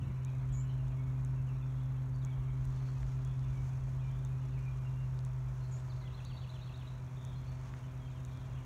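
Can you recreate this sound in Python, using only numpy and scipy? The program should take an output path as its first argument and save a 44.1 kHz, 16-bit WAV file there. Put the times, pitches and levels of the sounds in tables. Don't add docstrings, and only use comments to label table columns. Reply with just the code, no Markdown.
import sys
import numpy as np
from scipy import signal
from scipy.fft import rfft, irfft, next_fast_len
from scipy.io import wavfile

SR = 44100
rng = np.random.default_rng(int(sys.argv[2]) if len(sys.argv) > 2 else 0)


def unload_wav(signal):
    wavfile.write(
        sys.argv[1],
        SR,
        np.round(np.clip(np.atleast_2d(signal).T, -1, 1) * 32767).astype(np.int16),
    )


N = 381465
TIME = np.arange(N) / SR

# (frequency [Hz], relative level [dB])
RUMBLE_SPECTRUM = [(12, -48), (24, -14.5), (36, -8), (52, 0), (75, -2.5), (92, -7), (115, 0.5),
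                   (145, -11.5), (175, -11.5), (220, -16.5), (280, -21.5), (400, -33.5), (700, -63)]
# (frequency [Hz], relative level [dB])
ROAR_SPECTRUM = [(100, -19), (330, 2.5), (480, -2), (640, 1), (780, -2), (980, 2), (1300, -2.5),
                 (1750, -7.5), (2400, -11.5), (3200, -19), (4200, -21.5), (5000, -30), (9000, -32.5)]
# (frequency [Hz], relative level [dB])
HISS_SPECTRUM = [(2000, -4), (4900, -7.5), (5700, 0), (6500, 3.5), (7300, -1.5), (8200, -6.5), (9300, -5.5),
                 (10000, -9), (10500, -22.5), (11400, -10.5), (12200, -12), (15800, -18)]

# (frequency [Hz], relative level [dB])
RUB_SPECTRUM = [(300, 0), (1100, 9), (2500, 1), (4800, -3), (6500, 2), (8200, -10.5), (9500, -11),
                (10600, -19.5), (15800, -22)]
# (start [s], length [s], level [dB], added brightness [dB per octave])
FINGER_SLIDES = [(2.56, 0.79, -67.5, -0.5), (3.347, 0.65, -74.5, 4.5), (4.58, 0.49, -75, -1),
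                 (5.42, 0.75, -71.5, .5), (7.47, .42, -65, -2)]
# (start [s], length [s], level [dB], treble cutoff [Hz])
HAND_BUMPS = [(-.08, 0.26, -40.5, 181), (.45, 0.15, -42, 80), (.778, .15, -42, 50), (2.15, 0.82, -44.5, 55),
              (2.962, 0.16, -37, 65), (3.15, 0.99, -43.5, 70)]
# (time [s], peak level [dB], centre frequency [Hz])
HOUSING_CLICKS = [(2.653, -44.5, 7360), (2.888, -45, 1100), (3.031, -43, 1700), (3.394, -50.5, 4500),
                  (5.191, -44, 4200), (7.739, -40.5, 1500), (8.374, -51, 5050)]
# (frequency [Hz], relative level [dB])
TICK_SPECTRUM = [(1500, -41), (3000, -18), (3800, -9), (4800, -25), (5600, -11), (6300, 1.5), (7700, -5),
                 (8400, -11), (9200, -10), (11000, -16), (13400, -30), (14500, -15), (16000, -23)]

# (pitch [Hz], notes [per s], base level [dB])
CHORUS_BIRDS = [(2315, 15, -78.5), (2680, 10, -79.5), (3400, 18, -80.5), (4040, 9, -86.5)]
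# (time [s], added level [dB])
CHORUS_SWELL = [(0, 2.5), (1.6, -1), (2.6, -2.5), (4.5, 2), (5.3, -5), (7.2, -2.5), (8.65, 5)]
# (start [s], middle pitch [Hz], fall [octaves], level [dB])
BIRD_CHIPS = [(.01, 2780, 0.32, -69.5), (.385, 3400, .35, -80), (.68, 4100, 0.16, -78),
              (1.355, 2670, .16, -73), (1.47, 2720, 0.37, -69.5), (1.605, 2580, 0.18, -74),
              (2.135, 4500, .1, -76.5), (2.213, 3500, 0.28, -72.5), (2.263, 2270, 0.11, -68),
              (2.305, 3240, 0.2, -71.5), (2.47, 2270, 0.21, -69), (3.425, 2760, 0.38, -74.5),
              (5.893, 4050, 0.47, -68), (5.998, 4070, .4, -71), (6.025, 2077, .1, -68),
              (7.822, 3050, .28, -74), (8.15, 3040, .3, -74)]
# (start [s], length [s], held pitch [Hz], start above that pitch [octaves], level [dB])
BIRD_WHISTLES = [(0.562, 0.038, 2270, 0, -70), (.79, .03, 2800, 0, -72), (.975, .05, 2240, -0.036, -70),
                 (1.622, .028, 3600, -.05, -73), (1.788, .065, 3580, -.2, -77),
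                 (2.94, 0.048, 2550, -0.021, -73), (3.52, 0.087, 2260, 0.036, -71.5),
                 (3.995, 0.11, 2340, 0.18, -70.5), (4.39, .13, 3370, .19, -82),
                 (4.51, .14, 2410, 0.3, -73.5), (4.658, 0.036, 2365, .04, -63),
                 (4.842, .04, 2760, 0.019, -69.5), (4.891, .19, 2775, 0, -78.5),
                 (6.235, .16, 4440, 0.075, -72.5), (6.4, .09, 4450, 0, -82), (6.57, .13, 4320, 0, -80),
                 (7.355, 0.032, 4200, -0.021, -72), (7.468, .032, 4420, 0, -72),
                 (7.99, 0.11, 3202, 0.09, -73)]
# (start [s], length [s], middle pitch [Hz], level [dB])
BIRD_BUZZES = [(0.629, .15, 2960, -73), (2.718, 0.22, 4270, -78.5), (3.249, 0.082, 3430, -74),
               (5.607, .069, 4180, -74), (7.151, 0.184, 3550, -71.5), (7.269, 0.14, 3290, -74.5),
               (8.299, 0.11, 3360, -76)]
# (delay [s], length [s], start pitch [Hz], middle pitch [Hz], end pitch [Hz], added level [dB])
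TRILL_NOTES = [(-.005, 0.0325, 3330, 3400, 3170, -2.5), (0.013, 0.0208, 3295, 2946, 2400, 1.5),
               (0.049, .016, 2850, 2720, 2540, -4), (0.068, .032, 3530, 3957, 4130, 2),
               (.108, 0.028, 4100, 4090, 4060, -12)]
# (start [s], length [s], base pitch [Hz], climb [share of pitch], level [dB], level change [dB])
HEDGE_CALLS = [(.519, .104, 6700, .1, -63.5, -4), (5.708, .104, 6600, 0.23, -71, -17)]

# (time [s], blade-passing rate [Hz])
BLADE_RATE = [(0, 129.7), (4.35, 129.9), (6.7, 126.1), (7.3, 128.1), (8.65, 128.1)]
# (time [s], level [dB])
HUM_LEVEL = [(0.0, -40.5), (0.46, -35.5), (5.59, -38), (6.24, -43.5), (8.65, -43.5)]
# (time [s], added level [dB])
GROUND_BOUNCE = [(0, -5), (.7, 4), (3.5, 0.5), (4.6, -1.5), (5.4, -7), (6.6, -4), (7.4, 5), (8.65, 4.5)]
# (multiple of the blade rate, base level [dB], share of the hum's fading, waver [0-1])
BLADE_TONES = [(1, -36, 1, 0.05), (2, -61, 0.74, 0.1), (3, -67.5, 0.52, 0.13), (4, -76.5, -0.094, 0.1),
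               (5, -75.5, -0.51, 0.8), (6, -86, -0.13, 0.2), (7, -78, 0.21, 0.6), (8, -82.5, -.5, 0.8)]
# (multiple of the engine cycle, base level [dB], share of the hum's fading, waver [0-1])
EXHAUST_TONES = [(2, -47.5, .8, 0.17), (3, -57, -0.29, 0.2), (4, -71.5, -0.11, 0.4), (5, -59, -0.44, 0),
                 (6, -66, -0.42, 0.7), (8, -76.5, -0.17, 0.9), (48, -78.5, .5, 0.9), (54, -80.5, 1, 0.7)]


def amp(db):
    return 10 ** (np.asarray(db) / 20)


def unit_rms(x):
    return x / np.sqrt(np.mean(abs(x) ** 2) + 1e-30)


def curve(rows):
    return np.interp(TIME, *np.transpose(rows))


def gain_at(spectrum, hz):
    f, db = np.transpose(spectrum)
    return amp(np.interp(np.log(hz + 1), np.log(f), db))


def noise(shape):
    size = next_fast_len(N)
    spectrum = rfft(rng.standard_normal(size)) * shape(np.fft.rfftfreq(size, 1 / SR))
    return unit_rms(irfft(spectrum, size)[:N])


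def drift(rate):
    return noise(lambda f: np.exp(-(f / rate) ** 2))


def band(hz, width_hz):
    return noise(lambda f: 1 / (1 + (2 * (f - hz) / width_hz) ** 2))


def swell(start, length):
    return np.sin(np.pi * np.clip((TIME - start) / length, 0, 1))


def note_time(length):
    return np.arange(int(length * SR)) / SR


def sweep(length, hz, octaves):
    return hz * 2 ** (octaves * (note_time(length) / length - .5))


def add(mix, start, sound):
    part = mix[max(round(start * SR), 0):][:len(sound)]
    part += sound[:len(part)]


def snap(gain, size=1024):
    log_gain = np.log(gain(abs(np.fft.fftfreq(size, 1 / SR))) + 1e-5)
    spectrum = np.exp(np.conj(signal.hilbert(log_gain)))
    click = np.fft.ifft(spectrum).real
    return click / abs(click).max()


def rumble_and_roar(gust_db=.74, flutter_db=.5):
    rumble = amp(-50 + gust_db * drift(.89)) * noise(lambda f: gain_at(RUMBLE_SPECTRUM, f))
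    roar = amp(-60.5 + flutter_db * drift(16)) * noise(lambda f: gain_at(ROAR_SPECTRUM, f))
    return rumble + roar


def microphone_hiss(fizz_db=3.5, flicker_db=2.5, dip_db=-7):
    hiss = amp(-77 + fizz_db * drift(260)) * noise(lambda f: gain_at(HISS_SPECTRUM, f))
    whine = amp(-90) * band(5480, width_hz=27)
    in_dip = (TIME > 2.7) & (TIME < 4.25)
    flicker = amp(flicker_db * band(11, width_hz=6))
    shimmer = amp(-91.5 + dip_db * in_dip) * unit_rms(flicker * band(11370, width_hz=330))
    return hiss + whine + shimmer


def finger_rubbing(still_db=-88.5, moving_db=-73.5, moving_from_s=2.57, grain_db=4.5):
    grip_db = np.where(TIME > moving_from_s, moving_db, still_db)
    rubbing = amp(grip_db) * noise(lambda f: gain_at(RUB_SPECTRUM, f))
    for start, length, db, bright_db in FINGER_SLIDES:
        rustle = noise(lambda f: gain_at(RUB_SPECTRUM, f) * amp(bright_db * np.log2(f + 20)))
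        rubbing += amp(db) * swell(start, length) * rustle
    slips = amp(grain_db * np.tanh(drift(98)))
    return rubbing * slips


def hand_knocks():
    out = np.zeros(N)
    for start, length, db, top_hz in HAND_BUMPS:
        thud = noise(lambda f: (1 - np.exp(-(f / 33) ** 4)) / (1 + (f / top_hz) ** 4))
        out += amp(db) * swell(start, length) * thud
    for start, db, hz in HOUSING_CLICKS:
        click = snap(lambda f: 1 / (1 + 2.3 * np.log((f + 1) / hz) ** 2) ** 2)
        add(out, start, amp(db) * click)
    return out


def watch(first_s=.2492, every_s=1.0002, rattle_db=-18.5, rattle_s=.00072):
    out = np.zeros(N)
    tick = amp(-43.5) * snap(lambda f: gain_at(TICK_SPECTRUM, f))
    t = np.arange(len(tick)) / SR
    for start in np.arange(first_s, N / SR, every_s):
        rattle = amp(rattle_db) * rng.standard_normal(len(t)) * np.exp(-t / rattle_s)
        add(out, start, tick)
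        add(out, start, np.convolve(tick, rattle))
    return out


def bird_note(glide, db, buzz=0, buzz_hz=130, overtone_db=-40, rough=.013, flutter_db=3.5, taper=.36):
    t = np.arange(len(glide)) / SR
    shake = np.sin(2 * np.pi * (buzz_hz * t + rng.random()))
    jitter = np.interp(t, np.arange(200) * .002, rng.standard_normal(200))
    flutter = np.interp(t, np.arange(200) * .008, rng.standard_normal(200))
    pitch = glide * (1 + buzz * shake + rough * jitter)
    phase = 2 * np.pi * np.cumsum(pitch) / SR
    tone = np.sin(phase) + amp(overtone_db) * np.sin(2 * phase)
    loudness = (1 + 8 * buzz * shake) * amp(flutter_db * flutter) * signal.windows.tukey(len(t), taper)
    return amp(db) * unit_rms(tone * loudness)


def chorus(spread_db=3, pitch_spread=.1598, glide_octaves=.405, shortest_s=.02, longest_s=.06):
    out = np.zeros(N)
    for hz, per_second, db in CHORUS_BIRDS:
        count = int(per_second * N / SR)
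        for when, size, pitch, slope, loud in rng.random((160, 5))[:count]:
            length = shortest_s + (longest_s - shortest_s) * size
            middle_hz = hz * (1 + pitch_spread * (pitch - .5))
            glide = sweep(length, middle_hz, glide_octaves * (2 * slope - 1))
            add(out, when * N / SR, bird_note(glide, db + spread_db * (loud - .5)))
    return amp(curve(CHORUS_SWELL)) * out


def far_birds(chip_s=.042, settle_s=.03):
    out = np.zeros(N)
    for start, hz, fall, db in BIRD_CHIPS:
        add(out, start, bird_note(sweep(chip_s, hz, -fall), db, rough=.022))
    for start, length, hz, slide, db in BIRD_WHISTLES:
        glide = hz * 2 ** (slide * np.exp(-note_time(length) / settle_s))
        add(out, start, bird_note(glide, db, rough=.006))
    for start, length, hz, db in BIRD_BUZZES:
        glide = sweep(length, hz, octaves=.04)
        add(out, start, bird_note(glide, db, buzz=.03, buzz_hz=129.4, rough=.028))
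    return out


def trill(count=7, first_s=6.056, every_s=.1185, slowing_s=.0008, sag=.0024):
    out = np.zeros(N)
    for k in range(count):
        start = first_s + every_s * k + slowing_s * k ** 2
        from_middle = 2 * k / (count - 1) - 1
        syllable_db = -65.5 - 1.5 * from_middle ** 2
        sinking = 1 - sag * (k - count // 2)
        for delay, length, *pitches, db in TRILL_NOTES:
            arc = np.polyfit([0, .5, 1], pitches, 2)
            glide = np.polyval(arc, note_time(length) / length) * sinking
            add(out, start + delay, bird_note(glide, syllable_db + db, rough=.04, flutter_db=5))
    return out


def hedge_bird(dive=.49, dive_s=.0053):
    out = np.zeros(N)
    for start, length, hz, climb, db, fade_db in HEDGE_CALLS:
        t = note_time(length)
        glide = hz * (1 + dive * np.exp(-t / dive_s) + climb * (t / length) ** 2)
        call = bird_note(glide, db + fade_db * (t / length - .5), buzz=.025, buzz_hz=330,
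                         overtone_db=-25, rough=.014, flutter_db=2, taper=.26)
        add(out, start, call)
    return out


def trees(song, tail_db, tail_s, echo_db, echo_s=.03, build_s=.0093):
    t = np.arange(SR) / SR
    tail = rng.standard_normal(SR) * amp(-60 * t / tail_s) * (1 - np.exp(-t / build_s))
    response = amp(tail_db) * tail / np.linalg.norm(tail)
    response[0] += 1
    add(response, echo_s, amp([echo_db]))
    return signal.fftconvolve(song, response)[:N]


def birds():
    return (trees(hedge_bird(), tail_db=-3, tail_s=.14, echo_db=-24)
            + trees(far_birds() + chorus(), tail_db=-2.5, tail_s=.7, echo_db=-19.5)
            + trees(trill(), tail_db=-3.5, tail_s=.56, echo_db=-14))


def mower(belt_ratio=.2133, waver_hz=3.4):
    blade_phase = 2 * np.pi * np.cumsum(curve(BLADE_RATE)) / SR
    fading_db = curve(HUM_LEVEL) - BLADE_TONES[0][1]
    out = np.zeros(N)
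    for ratio, tones in ((1, BLADE_TONES), (belt_ratio, EXHAUST_TONES)):
        for multiple, db, share, waver in tones:
            phase = multiple * ratio * blade_phase + 2 * np.pi * rng.random()
            tone = (1 + waver * drift(waver_hz)) * np.cos(phase)
            tone += waver * drift(waver_hz) * np.sin(phase)
            ground_db = curve(GROUND_BOUNCE) if tones is BLADE_TONES and multiple == 2 else 0
            out += amp(db + share * fading_db + ground_db) * unit_rms(tone)
    return out


def scene():
    mix = mower() + rumble_and_roar() + microphone_hiss()
    mix += finger_rubbing() + hand_knocks() + watch() + birds()
    return mix[None]


def record(dry, low_cut_hz=38.5, high_cut_hz=15800):
    wind_filter = signal.butter(4, low_cut_hz, "highpass", fs=SR, output="sos")
    treble_filter = signal.firwin(511, high_cut_hz, window=("kaiser", 9), fs=SR)
    return signal.oaconvolve(signal.sosfilt(wind_filter, dry), treble_filter[None], "same")


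dry = scene()
out = record(dry)
unload_wav(out)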